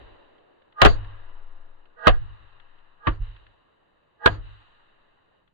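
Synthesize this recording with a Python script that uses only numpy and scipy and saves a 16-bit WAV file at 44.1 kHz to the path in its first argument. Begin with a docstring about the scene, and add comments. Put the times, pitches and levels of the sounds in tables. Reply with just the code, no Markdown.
"""Faint open air, a low murmur from a plank and ticks of grit on the wood; then a rubber mallet comes
down four times on a heap of paper snaps lying there, all heard slowed and deepened. Each blow sets off
a cluster of pops over a thud that glides downward. The plank rings, rebounds and sways, and echoes wash
back from out in the field. The spaced pair of microphones overloads on the loudest pops."""
import sys
import numpy as np
from scipy import signal
from scipy.io import wavfile
from scipy.ndimage import uniform_filter1d

SR = 44100
rng = np.random.default_rng(int(sys.argv[2]) if len(sys.argv) > 2 else 0)


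def generate_wav(signal):
    """Clip the signal to [-1, 1] and save it as 16-bit WAV at the path in sys.argv[1]."""
    frames = np.transpose(np.atleast_2d(signal))
    scaled = np.clip(frames, -1, 1) * 32767
    pcm = np.round(scaled).astype(np.int16)
    wavfile.write(sys.argv[1], SR, pcm)


N = 244181
LEFT_LAG_SAMPLES, BAND_LIMIT_HZ = 46, 16000


def gain_of(db):
    """Decibels to amplitude."""
    return 10 ** (np.asarray(db) / 20)


def unit_rms(x):
    """Scales to rms 1."""
    return x / np.sqrt(np.mean(x ** 2) + 1e-20)


def match_energy(x, envelope):
    """Scales each channel to the energy of an envelope."""
    return x * np.linalg.norm(envelope) / (np.linalg.norm(x, axis=1, keepdims=True) + 1e-12)


def db_at(spectrum, hz):
    """Joins a spectrum's points on a log frequency axis."""
    points_hz, points_db = np.transpose(spectrum)
    return np.interp(np.log(hz + 1), np.log(points_hz + 1), points_db)


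def coloured(x, spectrum, tilt_db):
    """Minimum-phase filter of energy 1, its spectrum tilted by tilt_db per octave about 1 kHz."""
    hz = abs(np.fft.fftfreq(4096, 1 / SR))
    log_gain = np.log(gain_of(db_at(spectrum, hz) + tilt_db * np.log2(hz / 1000 + .1)))
    taps = np.fft.ifft(np.exp(np.conj(signal.hilbert(log_gain)))).real[:2048]
    return signal.fftconvolve(x, taps[None] / np.linalg.norm(taps), axes=1)[:, :x.shape[1]]


def ring(x, hz, width_hz):
    """One resonance, energy 1."""
    radius, angle = np.exp(-np.pi * width_hz / SR), 2 * np.pi * hz / SR
    ringing = signal.lfilter([1], [1, -2 * radius * np.cos(angle), radius ** 2], x)
    return np.sqrt(2 * (1 - radius ** 2)) * np.sin(angle) * ringing


def lowpass(x, hz):
    """Steep treble cut."""
    return signal.sosfilt(signal.butter(6, hz, fs=SR, output="sos"), x)


def pan(pan_db):
    """Gains at the two microphones; pan_db is always left minus right."""
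    return gain_of(np.array([[.5], [-.5]]) * pan_db)


def spaced_pair(x, alike):
    """Two noises as spaced microphones hear them: partly alike, the left one late."""
    left = alike * x[1] + np.sqrt(1 - alike ** 2) * x[0]
    return np.array([np.pad(left[:-LEFT_LAG_SAMPLES], (LEFT_LAG_SAMPLES, 0)), x[1]])


def add(mix, start_s, sound):
    """Mixes a two-channel sound in at start_s."""
    start = round(start_s * SR)
    sound = sound[:, max(-start, 0):]
    part = mix[:, max(start, 0):][:, :sound.shape[1]]
    part += sound[:, :part.shape[1]]


# The plank's modes: pitch_hz, level_db, base_t60_s
PLANK_MODES = [(25.7, -2, 0.78), (38.7, 5.5, .5), (54, -3, 0.65), (73, -8, 0.51), (101.9, -0.5, .6),
               (136.7, -15.5, 0.33), (171, -17, 0.28), (210, -23, .2), (260, -22, 0.057), (312, -20, 0.34),
               (400, -25.5, 0.054)]
# Blows and rebounds on the plank: start_s, level_db, pan_db, tilt_db_per_octave, t60_factor
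KNOCKS = [(-0.08, -36.5, 2, -1.5, 0.78), (0.871, -23, 1.5, 0, 0.92), (1.001, -37.5, -7, 3.5, 0.79),
          (2.085, -20.5, 2, .3, 0.53), (2.201, -33.5, 3.5, 1, 0.82), (2.39, -49.5, 10, 5.5, 0.78),
          (3.085, -26, -2.5, 5, 0.6), (3.191, -25.5, -1.7, -4, 0.61), (3.378, -47, 4.5, 1, 0.72),
          (4.279, -27.5, 0.5, 4.5, 0.9), (4.377, -31.5, 2.5, -0.5, 0.6), (4.532, -58.5, 8.5, 4, 0.75),
          (5.41, -60, 5, 1.5, 0.3)]


def plank_knock(start_s, level_db, pan_db, tilt_db, t60_factor):
    """Every mode of the plank rings up softly and dies unevenly as the plank rocks on the ground."""
    t = np.arange(0, .9, 1 / SR)
    hz, mode_db, t60 = np.transpose(PLANK_MODES)[:, :, None]
    phase = rng.random(hz.shape) + 0.13 * rng.standard_normal((2, *hz.shape))
    rocking = 1 + .5 * np.cos(2 * np.pi * rng.uniform(3, 9, hz.shape) * t)
    decay = gain_of(mode_db + tilt_db * np.log2(hz / 55) - 60 * t / (t60_factor * t60))
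    modes = rocking * decay * np.sin(2 * np.pi * (hz * t + phase))
    rise_s = .016 * gain_of(0.3 * (-25 - level_db))  # weaker knocks ring up more slowly
    rise = (1 - np.exp(-t / rise_s)) ** 2
    return start_s, gain_of(level_db) * pan(pan_db) * rise * modes.sum(1)


# Dull and bright parts of what the field sends back: frequency_hz, density_db
FIELD_DULL = [(100, -30.5), (220, -9), (320, 4), (550, 5), (900, -6.5), (1800, -17.5), (4700, -31.5),
              (5000, -70.5)]
FIELD_BRIGHT = [(200, -32), (600, -10.5), (1100, -1), (1700, -2.5), (2250, -14.5), (2900, -5.5),
                (3400, -17.5), (3800, -10), (4700, -31), (5000, -55.5), (7000, -42), (9500, -54),
                (12000, -91)]
# Echoes reaching the microphones: arrival_s, dull_db, dull_fall_db_per_s, bright_db,
# bright_fall_db_per_s, bright_tilt_db_per_octave
ECHOES = [(-.02, -64.5, 20, -67.5, 23, 1.5), (.9, -57.5, 141, -75, 30, 1),
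          (0.969, -69.5, 12, -62, 17, -0.8), (2.19, -82, 11, -68.5, 9, 0.86),
          (3.242, -79, 20.5, -69.5, 45, 5), (4.329, -62.5, 114, -74, 26.5, 1), (4.45, -87, 0, -70, 17, 3.5)]


def echo_power(t, hz, arrival_s, dull_db, dull_fall, bright_db, bright_fall, tilt_db):
    """One echo from out in the field, as power over time and frequency: it rises, fades and darkens."""
    rise_s, darken_db_per_octave_s = .06, 5
    age = np.maximum(t - arrival_s, 0)
    rise = np.clip(1 + (t - arrival_s) / rise_s, 0, 1) ** 2
    dull = gain_of(db_at(FIELD_DULL, hz) + dull_db - dull_fall * age)
    slope_db = (tilt_db - darken_db_per_octave_s * age) * np.log2(hz / 1200 + 0.13)
    bright = gain_of(db_at(FIELD_BRIGHT, hz) + bright_db - bright_fall * age + np.minimum(slope_db, 6))
    return rise * (dull ** 2 + bright ** 2)


# Open air at the microphones, a low rumble and a trace of hiss: frequency_hz, density_db
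AIR = [(20, -71), (40, -78.5), (60, -80.5), (150, -80.5), (300, -86.5), (1000, -94.5), (4600, -110.5),
       (5200, -128), (7000, -117.5), (9500, -126.5), (16000, -132.5)]


def field_wash():
    """Steady air under the field's murmur and echoes, which flicker and go quiet at the end."""
    fade_s, fade_db_per_s = 5.4, 81
    frames = N // 256 + 5
    t, hz = np.arange(frames) * 256 / SR, np.fft.rfftfreq(1024, 1 / SR)[:, None]
    left_re, left_im, right_re, right_im, patches = rng.standard_normal((frames, 513, 5)).T
    noise = np.array([left_re + 1j * left_im, right_re + 1j * right_im])
    patches = unit_rms(uniform_filter1d(uniform_filter1d(patches, size=12, axis=0), size=6, axis=1))
    flicker_db = 0.61 * patches + 0.58 * rng.standard_normal(frames)
    murmur = gain_of(db_at(FIELD_DULL, hz) - 83.5) ** 2 + gain_of(db_at(FIELD_BRIGHT, hz) - 82.5) ** 2
    power = murmur + sum(echo_power(t, hz, *row) for row in ECHOES)
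    field = np.sqrt(power) * gain_of(flicker_db - fade_db_per_s * np.maximum(t - fade_s, 0))
    spectra = noise * np.hypot(field, gain_of(db_at(AIR, hz)))
    wash = signal.istft(spectra, nperseg=1024, noverlap=768)[1]
    return spaced_pair(wash[:, :N], alike=.55)


# Slow swings of the plank: widest_s, level_db, pan_db
SWAYS = [(.1, -65, 11), (1.41, -37, 6), (2.661, -52, 8), (4.85, -64.5, 4)]


def plank_sway():
    """The swaying plank gives a very low tone with a weak octave, swelling and sinking with each swing."""
    pitch_hz, drop_db_per_s2, octave_db = 11, 79.5, -21.5
    t = np.arange(N) / SR
    swing = sum(gain_of(level_db - drop_db_per_s2 * (t - widest_s) ** 2) * pan(pan_db)
                for widest_s, level_db, pan_db in SWAYS)
    phase = 2 * np.pi * pitch_hz * t
    return np.sqrt(2) * swing * (np.sin(phase) + gain_of(octave_db) * np.sin(2 * phase))


# Colour of a pop on the wood, shared by grit and snaps: frequency_hz, level_db
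WOOD_POP = [(150, -12), (500, 0), (750, -6.5), (1250, 1.5), (1700, -0.5), (2300, -10), (2900, -6.5),
            (3800, -15), (4700, -23.5), (5300, -48.5), (6600, -40), (8000, -55.5), (15000, -87.5)]
# Grit landing on the plank: start_s, level_db, pan_db
GRIT = [(0.381, -53, -15), (0.6185, -49.5, -7), (0.722, -45, 3), (1.044, -40, 5), (1.2584, -56.5, -2),
        (1.8544, -48, -3.5), (2.527, -53, 6.5), (2.5972, -38.5, 4), (2.7853, -50.5, 4), (3.362, -40, -5),
        (3.464, -40, -1), (4.77, -54, 2), (5.4744, -51.5, 2.5)]


def grit_tick(start_s, level_db, pan_db):
    """A grain lands on the wood with a short, soft tick."""
    t = np.arange(0, .06, 1 / SR)
    envelope = gain_of(-60 * t / 0.023) * (1 - np.exp(-t / 0.0037))
    burst = spaced_pair(rng.standard_normal((2, len(t))) * envelope, alike=0.24)
    tick = lowpass(coloured(burst, WOOD_POP, tilt_db=5.6), 4200)
    return start_s, gain_of(level_db) * pan(pan_db) * tick


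# Thin notes around each cluster of pops: pitch_hz, level_db
SWELL_NOTES = [(480, -10), (660, -12), (860, -8), (1220, -0.5), (1490, -6.5), (1640, -6), (1900, -14.5)]


def thin_swell(t, reach_s):
    """Narrow notes swell into a cluster and hang faintly within reach_s of it, each time in a new mix."""
    peak_s, hang_db, spread_db = 0.014, -26.5, 5
    envelope = np.exp(-abs(t) / peak_s) + gain_of(hang_db) * np.clip((reach_s - abs(t)) / 0.019, 0, 1)
    puff = spaced_pair(rng.standard_normal((2, len(t))), alike=.6)
    notes = 0
    for hz, note_db in SWELL_NOTES:
        note = unit_rms(ring(ring(puff, hz, width_hz=45), hz, width_hz=45))
        notes += gain_of(note_db + spread_db * rng.standard_normal()) * note
    treble = gain_of(-14) * envelope ** 1.2 * coloured(puff, WOOD_POP, tilt_db=3)
    return pan(-7) * match_energy(envelope * notes + treble, envelope)


# The snaps' first front and the fizz of flying grit: frequency_hz, level_db
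BANG = [(300, -23.5), (1000, -1), (2900, 1), (4300, -6.5), (5500, -23.5), (8000, -30), (12000, -40.5),
        (16000, -50)]
FIZZ = [(2500, -27), (3900, -4), (4600, 3), (5100, -23.5), (5900, -29.5), (6600, -10.5), (7300, -24),
        (9000, -42), (16000, -80.5)]
# Snaps going off under the mallet: start_s, level_db, pan_db, tilt_db_per_octave, t60_s, bang_db,
# glow_db, fizz_db, hollow_hz, hollow_db, wood_hz, wood_db, swell_db, swell_reach_s
# The levels of the parts are relative to level_db.
SNAP_CLUSTERS = [(0.816, -6.5, 0.5, 0.04, 0.1, 1.6, -34, -31, 1355, -7.5, 747, -5, -14, 0.038),
                 (.847, -6, 1, 0, 0.092, -4.5, -37.5, -42, 721, -0.7, 420, -4, -30, .05),
                 (0.857, -6.5, -2.5, -0.5, 0.041, -10, -27, -48, 1360, -0.4, 509.5, -4.5, -35.5, 0.047),
                 (2.069, -4.5, -2.5, 0.5, 0.037, -9, -37, -61, 1266, 2, 510, 1.5, -15, 0.095),
                 (2.077, -9, -3, -0.4, 0.073, -3.5, -36.5, -61, 1189, -12.5, 743, -2.5, -21, 0.12),
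                 (3.068, -14.5, 0, -2.5, 0.068, -22.5, -27, -52.5, 1183, -5.5, 330, -3, -20.5, .07),
                 (4.258, -8, -2, 0.23, 0.04, -3, -33, -47.5, 1601, 2.5, 490, -2.4, -26, 0.07),
                 (4.268, -13, 1, 2.3, 0.05, -35, -24, -47, 988.5, -5, 702, -4, -7, 0.064)]


def snap_cluster(start_s, level_db, pan_db, tilt_db, t60_s, bang_db, glow_db, fizz_db,
                 hollow_hz, hollow_db, wood_hz, wood_db, swell_db, swell_reach_s):
    """A bright bang, then a dying volley of pops that rings the wood and the hollow under the mallet."""
    t = np.arange(-.12, .3, 1 / SR)
    age, fired = np.maximum(t, 0), t > 0
    noise = rng.standard_normal((2, len(t)))
    spikes_db = 1.7 * np.minimum(rng.exponential(1, len(t)), 4)
    attack = 1 - np.exp(-age / 0.0027)
    pops = spaced_pair(unit_rms(noise * gain_of(spikes_db)) * attack, alike=0.25)
    bunching = unit_rms(uniform_filter1d(rng.standard_normal(len(t)), size=200))  # snaps fire in bunches
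    pops *= gain_of(0.65 * bunching)
    front = fired * gain_of(bang_db - 60 * (age / 0.014) ** 2)
    fall = fired * gain_of(-60 * age / t60_s)
    bang = match_energy(coloured(pops * front, BANG, tilt_db=0), front)
    volley = match_energy(coloured(pops * fall, WOOD_POP, tilt_db), fall)
    hollow = match_energy(lowpass(ring(pops * fall, hollow_hz, width_hz=63), 3800), fall)
    wood = match_energy(lowpass(ring(pops * fall, wood_hz, width_hz=57), 3600), fall)
    ringing = gain_of(hollow_db) * hollow + gain_of(wood_db) * wood
    # A dull afterglow and the fizz both hold, then drop.
    glow = coloured(pops * gain_of(glow_db - 60 * (age / 0.22) ** 2), WOOD_POP, tilt_db=-4.5)
    fizz = coloured(pops * gain_of(fizz_db - 60 * (age / 0.16) ** 4), FIZZ, tilt_db=0)
    swell = gain_of(swell_db) * thin_swell(t, swell_reach_s)
    cluster = bang + volley + ringing + glow + fizz + swell
    return start_s + t[0], gain_of(level_db) * pan(pan_db) * cluster


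# The mallet's thud at each microphone: start_s, left_db, right_db, t60_s, rise_s,
# left_cycles, right_cycles (both per e-fold of time)
THUDS = [(.818, -1.1, -8, .2, .011, 1.63, 1.38), (.848, 1.9, -1.1, .28, .013, 1.37, 1.57),
         (2.071, -1.1, 1.9, .3, .028, 1.61, 1.455), (3.071, -14, -11, .22, .005, 1.455, 1.455),
         (4.261, -10.5, -10.5, .12, .01, 1.35, 1.73)]


def mallet_thud(start_s, left_db, right_db, t60_s, rise_s, left_cycles, right_cycles):
    """A deep thud that glides downward: its pitch falls as one over the time since the blow."""
    t = np.arange(0, .6, 1 / SR)
    phase = 2 * np.pi * np.array([[left_cycles], [right_cycles]]) * np.log(1 + t / .003)
    envelope = (1 - np.exp(-t / rise_s)) ** 2 * gain_of(-60 * t / t60_s)
    return start_s, gain_of([[left_db], [right_db]]) * envelope * np.sin(phase)


def scene():
    """The plank and the field around it, as they reach the spaced pair."""
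    mix = field_wash() + plank_sway()
    for source, table in ((snap_cluster, SNAP_CLUSTERS), (mallet_thud, THUDS),
                          (plank_knock, KNOCKS), (grit_tick, GRIT)):
        for row in table:
            add(mix, *source(*row))
    return mix


def record(dry):
    """The microphones overload hard at full scale; a band limit follows."""
    overloaded = np.clip(dry, -1, 1)
    taps = signal.firwin(255, BAND_LIMIT_HZ, window=("kaiser", 9), fs=SR)
    return np.clip(signal.oaconvolve(overloaded, taps[None], "same"), -1, 1)


dry = scene()
out = record(dry)
generate_wav(out)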